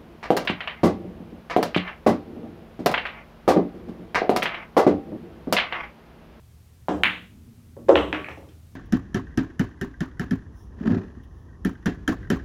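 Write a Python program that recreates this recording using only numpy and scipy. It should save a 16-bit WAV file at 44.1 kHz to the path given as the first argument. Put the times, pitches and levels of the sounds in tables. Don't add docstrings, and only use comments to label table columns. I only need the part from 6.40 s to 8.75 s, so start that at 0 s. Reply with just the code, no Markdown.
import sys
import numpy as np
from scipy import signal
from scipy.fft import rfft, irfft
from scipy.io import wavfile

SR = 44100
rng = np.random.default_rng(int(sys.argv[2]) if len(sys.argv) > 2 else 0)


def transcribe(u):
    v = np.clip(np.atleast_2d(u).T, -1, 1)
    q = np.round(v * 32767).astype(np.int16)
    wavfile.write(sys.argv[1], SR, q)


def volts(x):
    e = np.asarray(x, float) / 20
    return 10 ** e


N = 103767

# [t/s, level/dB, contact time/ms, ball ring f/Hz]
BALL_HITS = [
    (.6351, 0, .31, 2180),
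    (1.5557, -7.5, 0.37, 2865),
    (1.7278, -17.5, 0.4, 2600),
    (1.8445, -23, 0.52, 2250),
    (1.8862, -25.5, 0.49, 2040),
    (1.915, -34, 0.31, 2060),
    (1.6165, -48, .1, 8000),
]
# [t/s, puff level/dB, contact time/ms, frame level/dB, scuff level/dB]
SOFT_BLOWS = [(0.4844, -11, 1.66, -13, -27.5), (0.6349, -12, 0.86, -39.5, -58),
              (1.367, -40, 1.73, -35, -95), (1.384, -50, 7.5, -32.5, -73),
              (1.485, -20.5, 1.17, -9.5, -24.5), (1.4925, -5, 2.03, -4.5, -42),
              (1.5013, -8, 1.86, -13, -49.5), (1.557, -7, 1.11, -12.5, -27.5),
              (1.7282, -13.5, 0.77, -22.5, -45), (1.885, -27.5, 1.37, -33.5, -37.5),
              (1.974, -35, 2.12, -32.5, -47), (2.029, -42.5, 1.94, -42, -53.5), (2.084, -53, 3.3, -47, -46)]
# [f/Hz, time to fall 60 dB/s, level struck on bed/dB, level struck at pocket/dB]
FRAME_MODES = [(72, 0.62, -27, -20.5), (180.2, 0.2, -9.5, -12.5), (225, 0.2, -9, -18.5),
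               (302.8, 0.18, 1, 1), (462.3, .25, -8.5, -3.5), (361.5, 0.22, -7, -6), (431, 0.083, -6, -1),
               (485, 0.34, -4.5, -5), (547, 0.2, -5, -1.5), (606.5, 0.36, -9.5, -6.5), (671.7, .15, -9, -9),
               (721, 0.26, 0.5, -6.5), (820.3, 0.19, -21.5, -29.5), (1127, 0.34, -11, 1)]
# [f/Hz, width/Hz, level/dB]
SCUFF_BANDS = [(2690, 1920, 5), (1500, 900, 5), (4700, 2700, -8), (7100, 670, -15.5)]
# [t/s, level/dB]
ROLL_LEVEL = [(.5, -81), (.66, -38), (.85, -60.5), (0.969, -52.5), (1.12, -54), (1.22, -55), (1.36, -54.5),
              (1.5, -43), (1.9, -63.5), (2.34, -64)]
# [f/Hz, width/Hz, level/dB]
ROLL_TONES = [(105, 30, -6), (155, 30, -8), (230, 24, 0), (295, 40, -10), (370, 60, -18), (600, 300, -26)]
# [f/Hz, time to fall 60 dB/s, level/dB]
ROOM_DECAY = [(103, 1, -23.5), (270, 0.53, -28.5), (600, 0.45, -31), (1420, 0.3, -23.5),
              (3240, 0.37, -28.5), (6050, 0.46, -32.5), (11100, .26, -15.5)]
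# [delay/ms, level/dB]
BED_REFLECTIONS = [(1.3, -8), (5.3, -16), (8.05, -5), (13.1, -12), (16.6, -15), (20.6, -13), (23.6, -9),
                   (29.4, -14)]
# [delay/ms, level/dB]
POCKET_REFLECTIONS = [(1.2, -10), (7.2, -10), (12.5, -11), (19.4, -9), (23, -10), (32, -14)]
LATE_LEVEL = [-0.5, -1]
# [f/Hz, level per Hz/dB]
NOISE_COLOUR = [(12, -39), (20, -19.5), (108, -1), (179, -19), (237, -42.5), (1050, -37), (1350, -36),
                (15200, -40), (16500, -50)]
# [f/Hz, width/Hz, level/dB]
DUCT_TONES = [(79.6, 5.2, -53.5), (113, 8.2, -57.5), (143.2, 32, -60.5)]
MOVE_TIMES = [.6, 1, 1.54, 1.7, 1.82]


def unit(x):
    return x / np.sqrt(np.mean(x ** 2) + 1e-20)


def peak(x, hz, width_hz):
    r = np.exp(-np.pi * width_hz / SR)
    return signal.lfilter((1 - r * r) / 2 * np.array([1, 0, -1]), [1, -2 * r * np.cos(2 * np.pi * hz / SR), r * r], x)


def lowpass(x, order, hz):
    return signal.lfilter(*signal.butter(order, hz, fs=SR), x)


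def shaped(size, gain):
    hz = np.maximum(np.arange(size // 2 + 1) * SR / size, 1)
    return irfft(rfft(rng.standard_normal(size)) * gain(hz), size)


def add(out, s, sound):
    i = int(s * SR)
    out[i:i + len(sound)] += sound[:N - i]


def clack(db, ms, hz):
    t = np.arange(1024) / SR
    force = np.sin(np.pi * np.clip(t * 1000 / ms, 0, 1)) ** 1.5 + 1e-18
    jolt = -np.diff(force, prepend=0)
    cut_hz = 4300 * hz / 2400
    dull = signal.sosfilt(signal.butter(4, cut_hz, fs=SR, output="sos"), jolt)
    body = peak(peak(dull, hz, 1300), hz, 2700)
    skirt = peak(dull, 1600, 1600)
    spray = rng.standard_normal(1024) * volts(-60 * t / 0.008)
    edge = peak(spray, 6400, 3000) + 0.33 * peak(spray, 9100, 3600) + 0.29 * peak(spray, 16000, 3000)
    edge = peak(edge, 6300, 12000)
    parts = ((body, 0), (skirt, -16.5), (edge, -35))
    return volts(db) * sum(volts(part_db) * part / np.abs(part).max() for part, part_db in parts)


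def frame_ring(push, luck, place):
    t = np.arange(SR) / SR
    twin_spread, pocket_t60_share, rise_cycles = 0.05, 0.67, 0.87
    modes = np.zeros(SR)
    for k, ((hz, t60, *levels), (level_luck, pitch_luck)) in enumerate(zip(FRAME_MODES, luck)):
        fade = volts(levels[place] + 2 * level_luck - 60 * t / (t60 * pocket_t60_share ** place))
        rise = 1 - np.exp(-t * hz / rise_cycles)
        twin_hz = hz * (1 + twin_spread * pitch_luck)
        tones = np.sin(2 * np.pi * hz * t) + 0.53 * np.sin(2 * np.pi * twin_hz * t)
        modes += (-1) ** k * fade * rise * tones
    return signal.fftconvolve(modes, push[:512] / push.sum())[:SR] / 3


def thud(db, ms, frame_db, scuff_db, luck, place):
    t = np.arange(SR) / SR
    push = (t * 3000 / ms) ** 3 * np.exp(-t * 9000 / ms) + 1e-18
    puff = peak(-np.diff(push, prepend=0), 900 / ms, 1300 / ms)
    puff = signal.lfilter(*signal.butter(2, 200, "high", fs=SR), puff)
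    grit = lowpass(rng.standard_normal(SR), 4, 8500)
    scuff = sum(volts(band_db) * peak(peak(grit, hz, width), hz, width) for hz, width, band_db in SCUFF_BANDS)
    scuff *= 1 - np.exp(-t / 0.0064)
    scuff *= volts(scuff_db - 60 * t / 0.067)
    return volts(db) * puff / np.abs(puff).max() + volts(frame_db) * frame_ring(push, luck, place) + scuff


def rolling():
    s, db = np.transpose(ROLL_LEVEL)
    weave = rng.standard_normal(N)
    body = sum(volts(tone_db) * unit(peak(peak(weave, hz, width), hz, 2 * width))
               for hz, width, tone_db in ROLL_TONES)
    return volts(np.interp(np.arange(N) / SR, s, db)) * unit(body)


def room(place):
    t = np.arange(SR) / SR
    hz, t60, db = np.transpose(ROOM_DECAY)
    near_db, near_t60_s = (-24.5, -19)[place], 0.018
    early = volts(near_db - 60 * t / near_t60_s) * rng.standard_normal(SR) * (t > 0.0006)
    for ms, echo_db in (BED_REFLECTIONS, POCKET_REFLECTIONS)[place]:
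        early[int(ms * SR / 1000)] += volts(echo_db)
    late = np.zeros(SR)
    for mid in 62.5 * 2 ** np.arange(9):
        band = shaped(SR, lambda f: np.cos(np.pi / 2 * np.clip(np.log2(f / mid), -1, 1)))
        band_db = np.interp(np.log(mid), np.log(hz), db)
        band_t60 = np.interp(np.log(mid), np.log(hz), t60)
        late += band * volts(LATE_LEVEL[place] + band_db - 60 * t / band_t60)
    late *= 1 - np.exp(-(t / 0.012) ** 2)
    late[0] += 1
    return late + lowpass(early, 1, 6000)


def background():
    hz, db = np.transpose(NOISE_COLOUR)
    wide = shaped(N, lambda f: volts(np.interp(np.log(f), np.log(hz), db)))
    ducts = sum(volts(duct_db) * unit(peak(rng.standard_normal(N + SR), f, width)[SR:])
                for f, width, duct_db in DUCT_TONES)
    return volts(-53.5) * unit(wide) + ducts


def scene():
    spots = np.zeros((len(MOVE_TIMES) + 1, N))
    paths = [room(int(k > 1)) for k in range(len(spots))]
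    for s, *hit in BALL_HITS:
        add(spots[np.searchsorted(MOVE_TIMES, s)], s, clack(*hit))
    for s, *blow in SOFT_BLOWS:
        luck = rng.standard_normal((len(FRAME_MODES), 2))
        add(spots[np.searchsorted(MOVE_TIMES, s)], s, thud(*blow, luck, int(s > 1)))
    contacts = sum(signal.fftconvolve(spot, path)[:N] for spot, path in zip(spots, paths))
    return (contacts + rolling() + background())[None]


def low_pass(x):
    return signal.sosfilt(signal.butter(12, 16770, fs=SR, output="sos"), x)


def record(dry):
    mix = np.clip(dry, -0.97, 0.97)
    return low_pass(mix)


dry = scene()
out = record(dry)
transcribe(out)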